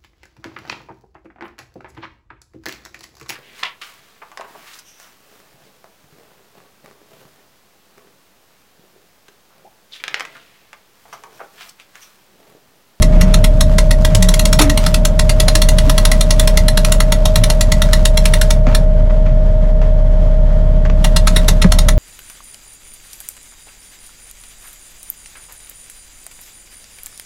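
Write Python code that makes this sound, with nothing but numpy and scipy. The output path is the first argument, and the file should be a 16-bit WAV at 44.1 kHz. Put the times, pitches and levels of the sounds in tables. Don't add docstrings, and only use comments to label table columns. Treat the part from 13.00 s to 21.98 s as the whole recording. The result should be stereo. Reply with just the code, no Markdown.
import sys
import numpy as np
from scipy import signal
from scipy.fft import rfft, irfft, next_fast_len
from scipy.io import wavfile
from scipy.ndimage import uniform_filter1d

SR = 44100
rng = np.random.default_rng(int(sys.argv[2]) if len(sys.argv) > 2 else 0)


def wav_out(sig):
    wavfile.write(sys.argv[1], SR, np.round(np.clip(np.atleast_2d(sig).T, -1, 1) * 32767).astype(np.int16))


N = 396018
T = np.arange(N) / SR

# start_s, level_db
PAWL_DROPS = [(0.0219, -4), (0.2104, -5), (0.3396, -4), (0.441, -4.5), (0.607, -3.5), (0.7829, -3.5),
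              (0.9083, -4), (1.048, -5), (1.1484, -4), (1.2242, -3.5), (1.2865, -4), (1.3395, -5.5),
              (1.3934, -4), (1.4534, -4), (1.5278, -2.5), (1.696, -5), (1.7743, -5), (1.8627, -5),
              (1.942, -4), (2.051, -3.5), (2.192, -3), (2.294, -3), (2.3999, -2), (2.4818, -1.5),
              (2.5522, -1.5), (2.6173, -2), (2.687, -4), (2.7836, -5.5), (2.8955, -3.5), (2.9787, -3),
              (3.0514, -2), (3.1152, -3), (3.2081, -3.5), (3.3059, -2.5), (3.3955, -2), (3.474, -3.5),
              (3.5723, -2), (3.6819, -3.5), (3.773, -3), (3.847, -4.5), (3.92, -2.5), (4.0022, -3.5),
              (4.121, -3), (4.2544, -4), (4.3569, -2), (4.4368, -4), (4.5001, -4), (4.6085, -3),
              (4.7184, -4), (4.8185, -4), (4.9314, -2), (5.0528, -2), (5.1723, -3.5), (5.2545, -3.5),
              (5.3363, -3.5), (5.413, -4), (5.5048, -4.5), (5.7473, -5), (8.0431, -5), (8.1626, -3),
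              (8.2716, -2), (8.3619, -1.5), (8.4819, -1), (8.6178, -4), (8.7196, -3.5), (8.7865, -4.5),
              (8.8849, -3.5)]


def undb(db):
    return 10 ** (np.asarray(db) / 20)


def unit(x):
    return x / np.sqrt(np.mean(x ** 2))


def unit_energy(x):
    return x / np.sqrt(np.sum(x ** 2, axis=-1, keepdims=True))


def curve(table):
    return np.interp(T, *np.transpose(table))


def colour(x, points):
    size = 2 * next_fast_len(x.shape[-1] // 2 + 1024)
    hz, db = np.transpose(points)
    freq = np.maximum(np.fft.rfftfreq(size, 1 / SR), 1)
    response_db = np.interp(np.log(freq), np.log(hz), db)
    cepstrum = irfft(np.log(undb(response_db)))
    cepstrum[1:size // 2] *= 2
    cepstrum[size // 2 + 1:] = 0
    response = np.exp(rfft(cepstrum))
    return irfft(rfft(x, size) * response)[..., :x.shape[-1]]


def fade(t, t60):
    return np.exp(-np.log(1000) * t / t60)


def walk(rate):
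    knots = rng.standard_normal(1024)
    return np.interp(T * rate, np.arange(len(knots)), knots)


def grit(size, spread_db):
    gains_db = spread_db * rng.standard_normal(size // 40 + 1)
    return undb(np.repeat(gains_db, 40)[:size])


def stereo_noise(size, side_db):
    mid, side = rng.standard_normal((2, size))
    return mid + undb(side_db) * side * np.array([[1], [-1]])


def add(out, s, sound):
    start = max(int(s * SR), 0)
    out[..., start:start + sound.shape[-1]] += sound[..., :N - start]


def sea(wash_db=-31.5, ripple_db=2.0, foam_db=-53, swell_db=3, fizz_db=5):
    # time_s, level_db
    rumble_level = [(0, -12), (.6, -16), (3.0, -17.5), (6.3, -20.5), (7.4, -21.5), (8.2, -19)]
    # frequency_hz, gain_db
    rumble_colour = [(15, -10.5), (30, 3), (60, 5.5), (110, 0.5), (175, 2.5), (215, -3), (290, -12.5),
                     (350, -19.5), (600, -47), (4000, -100)]
    # frequency_hz, gain_db
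    wash_colour = [(150, -14.5), (350, -3.5), (520, 7), (610, 15.5), (700, 3), (920, -1), (1150, -4.5),
                   (1900, -9), (2750, -18.5), (3200, -12.5), (3600, -19), (7500, -27.5), (9000, -34),
                   (12500, -34.5), (15000, -68)]
    rumble = unit(colour(stereo_noise(N, side_db=-62), rumble_colour))
    rippling = stereo_noise(N, side_db=-8) * undb(ripple_db * walk(30))
    wash = unit(colour(rippling, wash_colour))
    foam = stereo_noise(N, side_db=1.5) * grit(N, fizz_db) * undb(swell_db * walk(1.3))
    foam = unit(colour(foam, [(600, -5.5), (2000, 9.0), (7000, -3.5), (9000, -12), (15000, -31)]))
    return rumble * undb(curve(rumble_level)) + wash * undb(wash_db) + foam * undb(foam_db)


def diesel(firing_hz=33.92, unsteady_db=3.0, wander=0.0016):
    # time_s, level_db
    throb_level = [(0.3, -7.5), (1.02, -8.5), (1.16, -11.5), (1.28, -8.5), (1.78, -12), (2.67, -8.5),
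                   (4.66, -10), (4.99, -8.5), (8.9, -8.5)]
    # multiple of the firing rate, level_db
    hull_orders = [(1, 0.5), (2, -16.5), (2.5, -19), (3, -19.5), (4, -22), (5, -21)]
    phase = 2 * np.pi * np.cumsum(firing_hz * (1 + wander * walk(3))) / SR
    out = 0
    for multiple, order_db in hull_orders:
        order = np.round(2 * multiple) / 2
        waver_db = unsteady_db * walk(4) * (order > 1)
        out = out + undb(order_db + waver_db) * np.sin(order * phase + 2 * np.pi * rng.random())
    return np.sqrt(2) * undb(curve(throb_level)) * out


def whine(drift=0.0008, flutter_db=1.0, ear_phase=0.14):
    # frequency_hz, level_db
    mesh_tones = [(441.4, -44), (576.6, -39), (600.3, -34.5), (623.9, -26.5), (647.5, -43.5), (916, -49)]
    # time_s, gain_db
    whine_gain = [(0, 2.5), (5.5, 2.5), (8.8, -1.5)]
    turn = np.cumsum(1 + drift * walk(5)) / SR
    ears = ear_phase * np.array([[1], [-1]])
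    tones = 0
    for hz, db in mesh_tones:
        phase = 2 * np.pi * (hz * turn + rng.random()) + ears
        tones = tones + undb(db + flutter_db * walk(14)) * np.sin(phase)
    return np.sqrt(2) * undb(curve(whine_gain)) * tones


def gears(gain_db=-36, grain_db=4, swell_db=3, tick_db=-1, tick_spread_db=5):
    drops = np.zeros(N)
    drops[(np.array(PAWL_DROPS)[:, 0] * SR).astype(int)] = SR
    rate = uniform_filter1d(uniform_filter1d(drops, SR // 6), SR // 10)
    rub = stereo_noise(N, side_db=-22) * grit(N, grain_db)
    contacts = (rng.random(N) < 150 / SR) * undb(tick_spread_db * rng.standard_normal(N))
    tick_envelope = signal.fftconvolve(contacts, fade(T[:SR // 50], 0.0082))[:N]
    ticks = stereo_noise(N, side_db=0.5) * tick_envelope
    grind = (unit(rub) + undb(tick_db) * unit(ticks)) * undb(swell_db * walk(14))
    grind_colour = [(400, 0), (1000, 9.0), (2000, 0.5), (4000, -1.5), (7000, -6.5), (14000, -16.5)]
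    grind = unit(colour(grind, grind_colour))
    return undb(gain_db) * np.maximum(rate / 10, 0) * grind


def pawl(chatter_s, tilt_db, scatter_db=2.0, detune=0.005, clack_db=3, clack_t60=0.016,
         ear_phase=0.35, patchy_db=3.0, onset_power=1.52):
    # frequency_hz, level_db, t60_s
    drum_modes = [(916.7, -4, 0.08), (1066, -3, 0.063), (1303, 1, 0.025), (1939.4, 2, 0.028),
                  (2102, -6.5, 0.02), (2425, -6.5, 0.033), (2805, -2, 0.045), (3290, 2.5, 0.025),
                  (3540, -1.5, 0.042), (3768, -0.5, 0.014), (4130, 0.5, 0.035), (4290, -4, 0.032),
                  (5537, 1, 0.029), (5810, -1.5, 0.023), (6330, -11, 0.044), (6280, -14, 0.046),
                  (7150, -6, 0.051), (9430, -9.5, 0.11), (9230, 1, 0.024), (9800, -6, 0.06),
                  (10300, 0, 0.017), (10020, 0, 0.026), (11240, -10.5, 0.018), (11670, -5.5, 0.018),
                  (12400, -7.5, 0.032), (12500, -14.5, 0.032), (15700, -16, 0.033)]
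    # frequency_hz, gain_db
    clack_colour = [(300, -10.5), (700, -3), (1100, -5.5), (2000, 0), (2500, -5.5), (4000, -1),
                    (4700, -4.5), (7000, -6.5), (8400, -10.5), (10000, -10.5), (13000, -23), (14500, -24),
                    (15500, -25), (17000, -53)]
    t = T[:SR // 12]
    hz, db, t60 = np.transpose(drum_modes)[:, :, None]
    size, shift, lag = rng.standard_normal((3, len(drum_modes), 1))
    age = t / chatter_s
    contact = age ** onset_power * np.exp(-age ** 2)
    bounces = rng.standard_normal(len(t)) * contact * grit(len(t), patchy_db)
    strike = stereo_noise(len(t), side_db=-7.0) * fade(t, clack_t60)
    clack = signal.fftconvolve(bounces[None], strike, axes=-1)[:, :len(t)]
    clack = unit_energy(colour(clack, clack_colour))
    build = np.sqrt(np.cumsum(contact ** 2) / np.sum(contact ** 2))
    phase = 2 * np.pi * (hz * (1 + detune * shift) * t + rng.random((len(drum_modes), 1)))
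    modes = undb(db + scatter_db * size) * unit_energy(build * fade(t, t60))
    ring = np.array([np.sum(modes * np.sin(phase + ear * ear_phase * lag), axis=0) for ear in (1, -1)])
    sound = colour(unit_energy(ring) + undb(clack_db) * clack, [(1000, -2 * tilt_db), (16000, 2 * tilt_db)])
    return unit_energy(sound)


def winch(gain_db=18.5, lead_share=.3):
    # start_s, end_s, extra_chatter_s
    restarts = [(0, .5, .0015), (8.0, 8.67, 0.0037)]
    # start_s, level_db, chatter_s, tilt_db_per_octave
    clunks = [(1.59, 20, 0.0089, -1), (1.614, 18, 0.0099, 1.5)]
    # frequency_hz, difference_db
    ear_difference = [(900, 3), (1300, 1), (2000, 3), (4500, 1), (8000, 1.5), (9300, 3), (11700, 6),
                      (14000, 20), (15300, -11.5)]
    base_chatter_s, chatter_share, slowest_tooth_s = .0036, .011, .19
    still_tilt_db, tilt_per_rate_db, tilt_scatter_db = -0.48, 0.09, 0.42
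    out = np.zeros((2, N))
    tooth_times = np.minimum(np.diff(np.array(PAWL_DROPS)[:, 0], prepend=-1), slowest_tooth_s)
    for (s, db), tooth_s in zip(PAWL_DROPS, tooth_times):
        extra_s = sum(extra for start, end, extra in restarts if start <= s < end)
        chatter_s = base_chatter_s + chatter_share * tooth_s + extra_s
        tilt_db = still_tilt_db + tilt_per_rate_db / tooth_s + tilt_scatter_db * rng.standard_normal()
        add(out, s - lead_share * chatter_s, undb(db + gain_db) * pawl(chatter_s, tilt_db))
    for s, db, chatter_s, tilt_db in clunks:
        add(out, s - lead_share * chatter_s, undb(db) * pawl(chatter_s, tilt_db))
    return np.array([colour(x, [(hz, ear * db / 2) for hz, db in ear_difference])
                     for x, ear in zip(out, (1, -1))])


def rope(grain_db=4):
    # start_s, level_db, t60_s
    scuffs = [(0.121, -30, 2.4), (1.101, -29.5, 0.51), (1.606, -15, 0.28), (5.667, -16.5, 0.081),
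              (5.684, -23.5, 0.33), (6.098, -29, 0.11), (6.2567, -29, 0.24), (6.815, -25.5, 0.12),
              (7.851, -18.5, 0.059), (7.898, -14, 0.027), (8.643, -6, 0.027)]
    # frequency_hz, gain_db
    scuff_colour = [(150, 0), (400, 10), (900, 10), (2300, 2), (4000, -10), (7000, -15), (10000, -48),
                    (16000, -34.5)]
    out, t = np.zeros((2, N)), T[:SR // 3]
    for s, db, t60 in scuffs:
        rubbing = stereo_noise(len(t), side_db=-9.5) * grit(len(t), grain_db)
        scuff = unit(colour(rubbing, scuff_colour))
        add(out, s, undb(db) * scuff * fade(t, t60) * (1 - fade(t, 0.0032)))
    return out


def deck():
    # start_s, pitch_hz, level_db, t60_s
    knocks = [(0.143, 41.3, -3, 0.28), (0.225, 186.3, -5, 0.43), (1.132, 103.6, -4.5, 0.47),
              (1.189, 181, -7, 0.46), (1.534, 157, -9, 0.2), (1.597, 302.4, -4, 0.24),
              (1.654, 288, -7, 0.27), (2.55, 311, -14.5, 0.17), (2.87, 278, -12, 0.19),
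              (4.38, 113, -7, 0.37), (5.67, 241, -3.5, 0.081), (6.29, 126, -9, 0.32),
              (7.874, 176, -8.5, 0.15), (8.646, 179.4, 13.5, 0.072)]
    out, t = np.zeros((2, N)), T[:SR // 2]
    for s, hz, db, t60 in knocks:
        envelope = fade(t, t60) * (1 - fade(t, 0.05))
        add(out, s, undb(db) * np.sin(2 * np.pi * hz * t) * envelope)
    return out


def cockpit(x, wet_db, t60):
    t = T[:SR // 3]
    tail = stereo_noise(len(t), side_db=-11.5) * fade(t, t60) * (1 - fade(t, 0.058))
    tail = unit_energy(colour(tail, [(500, 1.0), (4000, 0.5), (8000, 2.0), (14000, -2.5)]))
    return x + undb(wet_db) * signal.fftconvolve(x, tail, axes=-1)[:, :N]


def scene():
    sheltered = cockpit(winch() + gears() + rope(), wet_db=-10.0, t60=0.098)
    return sheltered + deck() + diesel() + whine() + sea()


def record(dry):
    top_hz = 15800
    low_pass = signal.ellip(8, .2, 70, top_hz, fs=SR, output="sos")
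    return signal.sosfilt(low_pass, np.clip(dry, -1, 1))


dry = scene()
out = record(dry)
wav_out(out)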